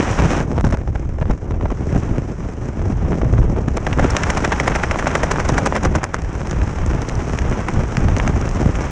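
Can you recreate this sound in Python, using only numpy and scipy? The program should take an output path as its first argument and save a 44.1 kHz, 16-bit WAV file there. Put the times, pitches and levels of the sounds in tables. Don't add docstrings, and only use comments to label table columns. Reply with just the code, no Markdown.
import sys
import numpy as np
from scipy import signal
from scipy.fft import rfft, irfft, next_fast_len
from scipy.io import wavfile
from scipy.ndimage import uniform_filter1d, minimum_filter1d, map_coordinates

SR = 44100
rng = np.random.default_rng(int(sys.argv[2]) if len(sys.argv) > 2 else 0)


def gain_from_decibels(decibels):
    exponent = np.asarray(decibels, float) / 20
    return 10 ** exponent


def output_pcm(signal):
    pcm = np.clip(np.atleast_2d(signal).T, -1, 1) * 32767
    wavfile.write(sys.argv[1], SR, np.round(pcm).astype(np.int16))


N = 392921
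CREST, TAIL = 2048, 4096


def unit(x):
    return x / np.sqrt(np.mean(x ** 2) + 1e-20)


def wobble(rate):
    knots = rng.standard_normal(int(N * 400 / SR) + 4)
    return map_coordinates(knots, [np.arange(N) * min(rate, 400) / SR])


def curves(rows):
    s, *cols = np.transpose(rows)
    return [np.interp(np.arange(N) / SR, s, c) for c in cols]


def bumps(rows, height):
    t = np.arange(0, N, 64) / SR
    total = sum(height(size) * np.exp(-((t - s) / half) ** 2) for s, size, half in rows)
    return np.interp(np.arange(N) / SR, t, total)


def coloured(x, spectrum):
    size = 8192
    f, db = np.transpose(spectrum)
    log_hz = np.log(np.fft.rfftfreq(size, 1 / SR) + 1)
    shape = np.interp(log_hz, np.log(f), db, left=db[0] - 53.0, right=db[-1] - 21.5)
    cepstrum = irfft(np.log(gain_from_decibels(shape)))
    cepstrum[1:size // 2] *= 2
    cepstrum[size // 2 + 1:] = 0
    kernel = irfft(np.exp(rfft(cepstrum)))
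    return signal.fftconvolve(x, kernel / np.linalg.norm(kernel))[:N]


def crackle(per_s, spread_db):
    chance, size, sign = rng.random((3, N))
    heights = gain_from_decibels(-spread_db * np.log(size + .03))
    return unit((chance < per_s / SR) * heights * np.sign(sign - .35))


def turbulence(spectrum, lumps_db, vortices):
    lumps = gain_from_decibels(7 * np.tanh(lumps_db / 7))
    return unit(coloured(lumps * (rng.standard_normal(N) + vortices), spectrum))


def pulse(hz, cycles, lead, spread):
    turns = np.arange(-CREST, TAIL) / SR * hz
    swell = np.exp(np.where(turns < 0, -(turns / lead) ** 2, .5 - np.hypot(.5, turns / cycles)))
    return swell * np.cos(2 * np.pi * turns + 0.4 + spread * (rng.random() - .5))


# time_s [s], speed_db [dB of hiss], churn_db [dB of eddy]
AIRFLOW = [(0, -36.5, -15.5), (.4, -41.5, -19.5), (.46, -53.5, -22), (.72, -57.5, -36.5),
           (.78, -60.5, -34.5), (1.07, -60.5, -39), (1.6, -61, -31.5), (1.95, -49, -25.5),
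           (2.27, -55.5, -30), (3.2, -52.5, -26.5), (3.67, -54.5, -25.5), (3.99, -47, -28),
           (4.04, -42, -22.5), (5.35, -44, -26), (5.96, -47, -24), (6.02, -49.5, -28), (6.9, -46.5, -26.5),
           (8.91, -45, -26.5)]
# centre_s [s], peak_db [dB], half_length_s [s]
GUSTS_ON_PORT = [(0.12, -7.5, 0.015), (0.653, -10.5, 0.09), (0.893, -15, 0.016), (1.11, -20.5, 0.3),
                 (1.29, -20, 0.058), (1.598, -21, 0.1), (1.943, -19.5, 0.052), (2.115, -16, 0.05),
                 (2.868, -39, 0.05), (3.035, -18.5, 0.2), (3.254, -11, 0.024), (3.434, -13, 0.11),
                 (3.656, -30, 0.033), (4.005, -15, 0.053), (5.254, -26, 0.026), (5.468, -22, 0.049),
                 (5.89, -15.5, 0.072), (6.495, -15, 0.011), (6.613, -13.5, 0.041), (6.843, -16.5, 0.048),
                 (6.97, -23, 0.085), (7.177, -18.5, 0.044), (7.46, -16, 0.068), (7.775, -10.5, 0.04),
                 (8.056, -10.5, 0.075), (8.362, -13, 0.18), (8.655, -16.5, 0.082)]
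# centre_s [s], change_db [dB], half_length_s [s]
EDDY_SURGES = [(.11, -5, 0.21), (.19, 8.5, 0.011), (.28, 5.5, 0.089), (.155, -3, 0.013), (1.93, -4, 0.012),
               (1.81, 6, 0.012), (5.62, 3.5, 0.11), (.62, -15, 0.012), (1.3, 16, 0.011), (1.39, -9, 0.034),
               (1.48, 3, 0.12), (1.72, 9.5, 0.014), (2.46, 6, 0.018), (2.58, -3.5, 0.11),
               (2.81, 3.5, 0.068), (3.04, 4.5, 0.017), (3.395, -5, 0.011), (3.58, 7, 0.01), (4.05, 4, 0.1),
               (5.36, 2, 0.26), (6.11, -5.5, 0.1), (6.4, -5.5, 0.019), (3.425, 4, 0.017),
               (6.74, -2.5, 0.025), (7.83, 3, 0.023), (3.125, 2, 0.012), (6.95, 2, 0.038)]
# centre_s [s], hiss_change_db [dB], half_length_s [s]
HISS_SWELLS = [
    (.33, 3.5, 0.051),
    (6.12, -5.5, 0.23),
    (7.0, -1, 0.17),
]


def airflow():
    speed_db, churn_db = curves(AIRFLOW)
    surge_db = bumps(EDDY_SURGES, float)
    calm_db = -23.5 + 0.59 * (churn_db + 31.0)
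    swell_db = 20 * np.log10(1 + bumps(GUSTS_ON_PORT, gain_from_decibels) / gain_from_decibels(calm_db))
    rush_db = -34 + (speed_db + 50) + 0.027 * (churn_db + 23.5)
    return (calm_db + swell_db + 0.57 * surge_db,
            churn_db + 0.46 * swell_db + surge_db,
            rush_db + 0.1 * swell_db + 0.57 * surge_db,
            speed_db + 0.097 * surge_db + bumps(HISS_SWELLS, float))


# pitch_hz [Hz], level_db [dB per Hz]
BUFFET_SPECTRUM = [(10, -38.5), (20, -2), (35, -4.5), (60, 0), (110, -6), (180, -17.5), (400, -30.5),
                   (1000, -96.5)]
EDDY_SPECTRUM = [(60, -26.5), (130, 1), (200, -1), (350, -5), (600, -13), (1200, -25.5), (3000, -54.5)]
RUSH_SPECTRUM = [(250, -25.5), (550, -2.5), (800, 2), (1400, -2.5), (2200, -9.5), (3200, -18),
                 (5000, -37.5), (9000, -52.5)]
HISS_SPECTRUM = [(2300, -30.5), (3700, -9), (6000, -1), (9000, -4.5), (13000, -2)]


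def wind():
    buffet_db, eddy_db, rush_db, hiss_db = airflow()
    gust, shed, flick = wobble(14), wobble(35), wobble(120)
    big, small, fine = crackle(70, 3.7), crackle(250, 5.0), crackle(1500, 1.4)
    puffs = signal.lfilter([1], [1, -.994], np.abs(crackle(45, 3.5)))
    puff_db = 20 * np.log10(1 + 0.65 * unit(puffs))
    ragged = np.clip(1 - .03 * (hiss_db + 45.5), .3, 2)

    buffet = turbulence(BUFFET_SPECTRUM, 0.14 * gust + wobble(22), .5 * big)
    eddy_lumps = 1.26 * gust + 1.97 * shed + 0.24 * wobble(30) + 1.7 * ragged * puff_db
    eddy = turbulence(EDDY_SPECTRUM, eddy_lumps, 0.99 * big + 0.71 * small)
    rush_lumps = 0.11 * gust + 1.12 * shed + 1.57 * flick + 0.35 * wobble(25) + 0.5 * puff_db
    rush = turbulence(RUSH_SPECTRUM, ragged * rush_lumps, 0.51 * big + .5 * small + 0.17 * fine)
    hiss_lumps = 0.13 * gust + 0.3 * shed + 0.32 * flick + wobble(45) + 0.96 * puff_db
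    hiss = turbulence(HISS_SPECTRUM, ragged * hiss_lumps, 0.59 * big + fine)
    rush = rush + gain_from_decibels(1.22 * (hiss_db + 45.5)) * np.gradient(rush)

    low = gain_from_decibels(buffet_db - 1.38) * buffet + gain_from_decibels(eddy_db + 2.0) * eddy
    return low + gain_from_decibels(rush_db + 0.5) * rush + gain_from_decibels(hiss_db + 5.5) * hiss


# centre_s [s], peak_db [dB], pitch_hz [Hz]
SHOVES = [(0.003, 6, 242), (0.646, 6, 210), (0.673, 5, 130), (0.74, 1, 171), (1.223, 3.5, 109),
          (1.964, 6, 172), (2.115, 1, 170), (3.142, -1, 141), (3.234, 3, 290), (3.257, -9, 116),
          (3.385, -16, 121), (3.684, 3.5, 160), (3.927, 2.5, 105), (4.053, 9, 300), (4.166, -13, 177),
          (7.765, -26, 160), (7.775, 3, 132), (7.984, 4.5, 128), (8.021, -14, 110), (8.604, 1.5, 181),
          (8.663, 6.5, 170)]


def jolts():
    waves = np.zeros(N + CREST + TAIL)
    for s, db, hz in SHOVES:
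        wave = pulse(hz, 0.077, 0.66, 2 * np.pi)
        waves[round(s * SR):][:CREST + TAIL] += gain_from_decibels(db - 6.0) * wave
    return waves[CREST:CREST + N]


def flickers(count):
    when, size, taut, bright = rng.random((count, 4)).T
    s = .45 + 3.3 * when
    rush_db = airflow()[2][(s * SR).astype(int)]
    db = rush_db - 16 - 7 * np.log(size + 0.12)
    return np.column_stack([s, db, db + 13 * taut, -12 + 12 * (bright - .5)])


# centre_s [s], drag_db [dB], crack_db [dB], sizzle_db [dB]
OPENING_CLOTH = [(.427, -33, -24, -13), (.517, -41, -26, -9), (.58, -32, -15, -16), (.6, -35, -28, -17),
                 (.61, -50, -11, -8), (.647, -25, -20, -12), (.659, -42, -18, -16), (.668, -36, -20, -7),
                 (.676, -37, -26, -10), (.69, -48, -13, -12), (.703, -36, -13, -14), (.71, -43, -12, -7),
                 (.725, -31, -18, -10), (.735, -39, -24, -11), (.744, -30, -15, -14), (.754, -58, -26, -18),
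                 (.772, -50, -9, -13), (.786, -38.5, -24, -19), (.815, -37, -34, -24),
                 (.876, -37, -32, -18), (.956, -31, -15, -19), (1.185, -38, -35, -18),
                 (1.213, -35, -17, -17), (1.225, -32.5, -29, -21), (1.28, -42, -26, -16),
                 (1.336, -56, -15, -20), (1.625, -47, -29, -12), (1.256, -51, -18, -23),
                 (1.309, -29, -28, -10), (1.51, -37.5, -10.5, -19), (1.543, -33, -39, -20),
                 (1.612, -35.5, -21, -18), (1.656, -29.5, -30, -23), (1.703, -32, -13, -18),
                 (1.716, -43, -26, -10), (1.478, -44, -30, -20), (3.286, -38, -26, -24),
                 (3.428, -34, -24, -21), (1.96, -26.5, -32, -19.5), (3.122, -42, -6, -27),
                 (3.216, -31, -4.5, -20.5), (3.338, -37, -8, -28), (3.684, -33, -8, -14),
                 (3.77, -21, -25, -13.5)]
PANEL_FLAPS = [(3.868, -22.5, -3, -16.5), (3.93, -20.5, 1.5, -19), (3.995, -18, -27, -18),
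               (4.043, -20, -27, -16), (4.104, -24.5, -20, -7.5), (4.167, -17.5, 8, -12.5),
               (4.235, -21, 2, -13), (4.302, -22, 2.5, -10), (4.373, -18.5, -11, -13),
               (4.448, -17.5, 6, -14.5), (4.522, -17, 0, -18), (4.601, -22, 4.5, -14), (4.678, -16, 5, -16),
               (4.756, -20, -25, -13), (4.835, -18.5, 2, -16.5), (4.912, -24, 0.5, -14),
               (4.99, -19.5, -9, -14.5), (5.072, -18, -14, -15.5), (5.153, -20, 6, -13),
               (5.234, -20.5, 2, -10.5), (5.314, -19.5, -9, -10), (5.401, -20, -1, -13.5),
               (5.49, -19.5, -8, -9.5), (5.581, -18.5, 3, -12), (5.663, -17, -10, -10),
               (5.764, -22, 6, -16), (5.852, -23.5, 0.5, -9.5), (5.954, -23, -3.5, -12),
               (6.041, -35, 2, -6), (6.144, -27.5, 2.5, -12)]
WEAKER_SLAPS = [(.565, -39, -25, -11), (.657, -49, -17, -16), (1.022, -44, -26, -24),
                (1.297, -45, -17, -17), (1.318, -50, -31, -18), (1.378, -44, -22, -15),
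                (2.185, -48, -32, -19), (7.88, -50, -26, -1), (3.245, -32.5, -28, -20),
                (3.382, -33, -6, -29), (3.58, -35, -26, -31), (5.834, -25, -13, -13),
                (3.938, -48, -26, -18), (4.269, -28, -12, -22), (4.662, -48, -13, -19),
                (4.718, -25, -30, -25), (4.796, -27, -30, -23), (4.946, -27, -19, -28),
                (4.506, -34, -21, -18), (4.638, -29, -18, -20), (5.775, -39, -14, -18),
                (5.752, -27, -24, -16), (5.026, -27.5, 1, -23), (5.059, -46, -8, -25),
                (5.111, -25, -30, -16), (5.192, -29.5, -30, -19), (5.36, -26, -4, -33),
                (5.451, -23, -30, -15.5), (5.542, -26, -30, -16), (5.724, -28.5, -19, -33),
                (6.033, -33, -3, -13)]
LINE_TICKS = [(6.165, -34, -16, -14), (6.219, -38, -29, -1), (6.246, -28, -35, -19), (6.472, -48, -9, -10),
              (6.495, -35, -30, -7), (6.51, -25.5, -25, -9), (6.59, -28, -32, -25), (6.615, -24, -39, -17),
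              (6.786, -33, -37, -9), (6.863, -60, -27, 10), (7.018, -25.5, -37, -9),
              (7.088, -44, -29, 11.5), (7.096, -41, -11.5, -5.5), (7.153, -46, -33, 8),
              (7.284, -31, -35, -10), (7.376, -47, -11, -10), (7.388, -30, -9, -4), (7.526, -44, -13, -15),
              (7.685, -20.5, -5, -12), (7.97, -28.5, -1, -9.5), (8.084, -28, -29, -8),
              (8.166, -28, 0.5, -14), (8.183, -32, -33, -3), (8.2, -37, 2.5, -22), (8.214, -31, -22, -11),
              (8.277, -22, -2, -9), (8.412, -29.5, -30, -5), (8.49, -35, -30, 0), (8.004, -40, -28, -4),
              (8.607, -33, -39, -5), (7.738, -40, -20, 1), (8.755, -32, -4.5, -15.5), (8.76, -36, -16, -10),
              (7.42, -40, -12, -11), (7.574, -46, -32, 2), (8.872, -50, -38, 1), (7.497, -34, -30, -3)]


def cloth():
    period = np.gradient(np.transpose(PANEL_FLAPS)[0])
    tick_s, backswing_hz = 0.003, 1160
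    kinds = [(OPENING_CLOTH, 0.01, 1140),
             (PANEL_FLAPS, 0.22 * period, 131 / period),
             (WEAKER_SLAPS, 0.016, backswing_hz),
             (LINE_TICKS, tick_s, 1750),
             (flickers(count=36), tick_s, backswing_hz)]
    rows = []
    for table, length, hz in kinds:
        ones = np.ones(len(table))
        rows.append(np.column_stack([table, length * ones, hz * ones]))
    rows = np.vstack(rows)
    scatter = np.exp(rng.standard_normal((len(rows), 2)) * [0.022, 0.028])
    return np.column_stack([rows[:, :4], rows[:, 4:] * scatter])


# pitch_hz [Hz], level_db [dB per Hz]
THUMP_SPECTRUM = [(80, -6), (250, -4.5), (600, 2.5), (1000, -6.5), (2500, -53.5)]
SNAP_SPECTRUM = [(300, -33), (900, -6), (1600, 4), (2300, -2.5), (3500, -14), (6000, -35)]
SPIT_SPECTRUM = [(2000, -31.5), (3800, -6), (6000, 1), (12500, -4.5)]


def fabric(events):
    t = np.arange(-2048, 2048) / SR
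    _, eddy_db, rush_db, _ = airflow()
    body, sizzle = np.zeros((2, N + len(t)))
    for s, db, _, sizzle_db, length, _ in events:
        edge = np.abs(t - .0015) / (max(length, .004) * np.where(t < 0, .45, .6))
        drag = np.exp(-(1.1 * edge) ** 1.5)
        fizzle = np.exp(-(1.61 * edge * np.where(t < 0, 0.94, 1)) ** 1.5)
        body[round(s * SR):][:len(t)] += gain_from_decibels(db - .6) * drag
        sizzle[round(s * SR):][:len(t)] += gain_from_decibels(db + sizzle_db + 7.5) * fizzle
    grit = 0.73 * crackle(1500, 4.4) + 0.71 * rng.standard_normal(N)
    grit = unit(grit * gain_from_decibels(5 * np.tanh(wobble(300))))
    fizz = rng.standard_normal(N) * gain_from_decibels(5.0 * np.tanh(wobble(350)))
    body = body[2048:2048 + N] * grit
    sizzle = sizzle[2048:2048 + N] * unit(.4 * grit + fizz)
    thump = body * gain_from_decibels(0.74 * (eddy_db - rush_db) + 0.5)
    return coloured(thump, THUMP_SPECTRUM) + coloured(body, SNAP_SPECTRUM) + coloured(sizzle, SPIT_SPECTRUM)


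def snaps(events):
    waves, clicks = np.zeros(N + CREST + TAIL), np.zeros(N + 256)
    spit = 0.99 * np.exp(-np.arange(256) / SR / 0.00068)
    for s, _, db, sizzle_db, _, hz in events:
        waves[round(s * SR):][:CREST + TAIL] += gain_from_decibels(db - 6) * pulse(hz, 0.21, 0.41, 1.5)
        clicks[round(s * SR):][:256] += gain_from_decibels(db + sizzle_db - 4.0) * spit
    return waves[CREST:CREST + N] + coloured(clicks[:N] * rng.standard_normal(N), SPIT_SPECTRUM)


def cracks(rows, cycles, lead, lift_db, slack):
    waves = np.zeros(N + CREST + TAIL)
    for s, db, hz in rows:
        turns = np.arange(-CREST, TAIL) / SR * hz
        kick = slack * np.clip(2 - hz / 1000, 0, 1)
        rise, fall = -(turns / 0.11) ** 2, 1 - np.hypot(1, 2 * turns / 0.44)
        push = np.exp(np.where(turns < 0, rise, fall))
        push -= 0.28 * np.exp(-np.abs(turns - 1) / 1.6)
        wave = (1 - kick) * pulse(hz, cycles, lead, 1.5) + kick * 2 * push
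        waves[round(s * SR):][:CREST + TAIL] += gain_from_decibels(db + lift_db) * wave
    return waves[CREST:CREST + N]


# crest_s [s], peak_db [dB], pitch_hz [Hz]
STRAP_SNAPS = [(0.007, -7, 2080), (0.013, -21, 1150), (0.19, -3.5, 1020), (0.516, -15.5, 930),
               (0.58, -7.5, 860), (0.586, -9.5, 800), (0.599, -17, 1110), (0.61, -14, 1010),
               (0.643, -8.5, 930), (0.649, -12, 1190), (0.668, -15, 1250), (0.725, -16, 1120),
               (0.731, -11, 910), (0.742, -11.5, 950), (0.746, -16, 1010), (0.819, -29, 1160),
               (0.876, -21, 1140), (0.951, -27, 1180), (0.957, -16, 1220), (1.021, -34, 1270),
               (1.213, -22, 1050), (1.223, -15, 910), (1.226, -23, 900), (1.256, -20, 1100),
               (1.307, -22, 780), (1.31, -16, 850), (1.51, -19.5, 960), (1.521, -20, 1000),
               (1.611, -14, 790), (1.627, -19, 900), (1.66, -18, 810), (1.962, -20, 780), (2.183, -17, 780),
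               (2.406, -23, 1130), (2.817, -17, 820), (3.121, -17, 940), (3.131, -11, 800),
               (3.338, -22, 1180), (3.377, -22, 1070), (3.381, -22, 1120), (3.564, -14.5, 816),
               (3.582, -26, 1090), (3.681, -13, 920), (3.685, -19, 940), (3.769, -14, 1210),
               (3.781, -11, 1050), (6.416, -12.5, 1180), (6.53, -14, 1220), (6.786, -15, 1070),
               (7.096, -16, 1830), (7.388, -9.5, 2200), (7.526, -13.5, 1570), (7.683, -15, 1800),
               (7.691, -10, 1110), (7.97, -8, 1910), (8.085, -7.5, 1330), (8.2, -10, 1810),
               (8.277, -10, 1810), (8.478, -12, 1240), (8.659, -12, 795)]


def strap_cracks():
    return cracks(STRAP_SNAPS, 0.37, 0.61, lift_db=0.6, slack=0.75)


# crest_s [s], peak_db [dB], pitch_hz [Hz]
HEM_SNAPS = [(3.87, -10, 1360), (3.876, -7, 980), (3.93, -21, 1600), (3.937, -12, 1520),
             (3.987, -2.5, 1080), (3.992, -16, 1080), (4.152, 1, 980), (4.167, -7, 1700),
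             (4.171, -15, 1350), (4.238, -2, 1800), (4.27, -10, 1220), (4.298, -4, 1430), (4.303, 0, 1790),
             (4.375, -18, 1350), (4.45, 1, 1710), (4.456, -9, 1790), (4.522, -11, 1250), (4.527, -7, 1400),
             (4.6, 4.5, 1890), (4.604, -5, 1580), (4.662, -10, 1310), (4.676, -6, 1770), (4.681, 7, 990),
             (4.752, -4, 2020), (4.759, -17, 1270), (4.837, 5.5, 1530), (4.912, -1, 1940), (4.959, 0, 980),
             (4.99, -7, 1610), (4.994, -8, 1130), (5.026, -15, 1420), (5.059, -7, 1500), (5.07, 1, 1290),
             (5.075, -13, 1270), (5.079, -10, 1290), (5.154, 0.5, 1750), (5.16, 1, 1210), (5.236, -9, 1560),
             (5.31, -6, 1540), (5.317, 4.5, 1230), (5.36, -13, 1230), (5.385, 1, 1110), (5.401, -7, 1390),
             (5.494, 6, 925), (5.581, 2, 1310), (5.662, 5, 1240), (5.666, 2, 1120), (5.725, 1, 940),
             (5.763, -9, 1370), (5.847, -15, 1590), (5.851, -1, 1460), (5.858, 0.5, 1140),
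             (5.952, -2.5, 1440), (5.96, -10, 980), (6.033, -10, 1000), (6.041, -8, 1550),
             (6.045, -12, 1740), (6.051, -8, 864), (6.144, 2, 1250), (6.148, -13, 1430)]


def hem_cracks():
    return cracks(HEM_SNAPS, 0.52, 0.51, lift_db=-3, slack=0.37)


def scene():
    events = cloth()
    air = wind() + jolts()
    return (air + fabric(events) + snaps(events) + strap_cracks() + hem_cracks())[None]


def band_limit(x):
    return signal.sosfilt(signal.butter(12, 13400, fs=SR, output="sos"), x)


# pitch_hz [Hz], gain_db [dB]
PORT_RESPONSE = [(2500, -2), (3850, -3), (4600, -6.5), (5250, -0.5), (5900, 1), (7000, -3), (8500, -11),
                 (10500, -20.5), (12200, -35), (14000, -86)]


def record(dry):
    f, db = np.transpose(PORT_RESPONSE)
    size = next_fast_len(N + 4096)
    x = dry / (1 + np.abs(dry / 1.05) ** 5) ** (1 / 5)
    housing = gain_from_decibels(np.interp(np.fft.rfftfreq(size, 1 / SR), f, db))
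    x = irfft(rfft(x, size) * housing, size)[:, :N]

    hz, _, z = signal.stft(x[0], SR, nperseg=2048)
    treble = np.abs(z[380:520]).mean(0)
    floor = uniform_filter1d(minimum_filter1d(treble, size=5), size=5)
    steady = treble < 2.2 * floor
    strictness = np.interp(hz, [8200, 8800, 12000], [0, 1.2, 1.6])[:, None]
    step = steady * strictness * uniform_filter1d(np.abs(z), size=41, axis=0)
    faint = (np.abs(z) < np.maximum(gain_from_decibels(-100), step)) & (hz[:, None] > 8200)
    x = signal.istft(z * np.where(faint, gain_from_decibels(-24), 1), SR, nperseg=2048)[1][None, :N]
    return band_limit(x)


dry = scene()
out = record(dry)
output_pcm(out)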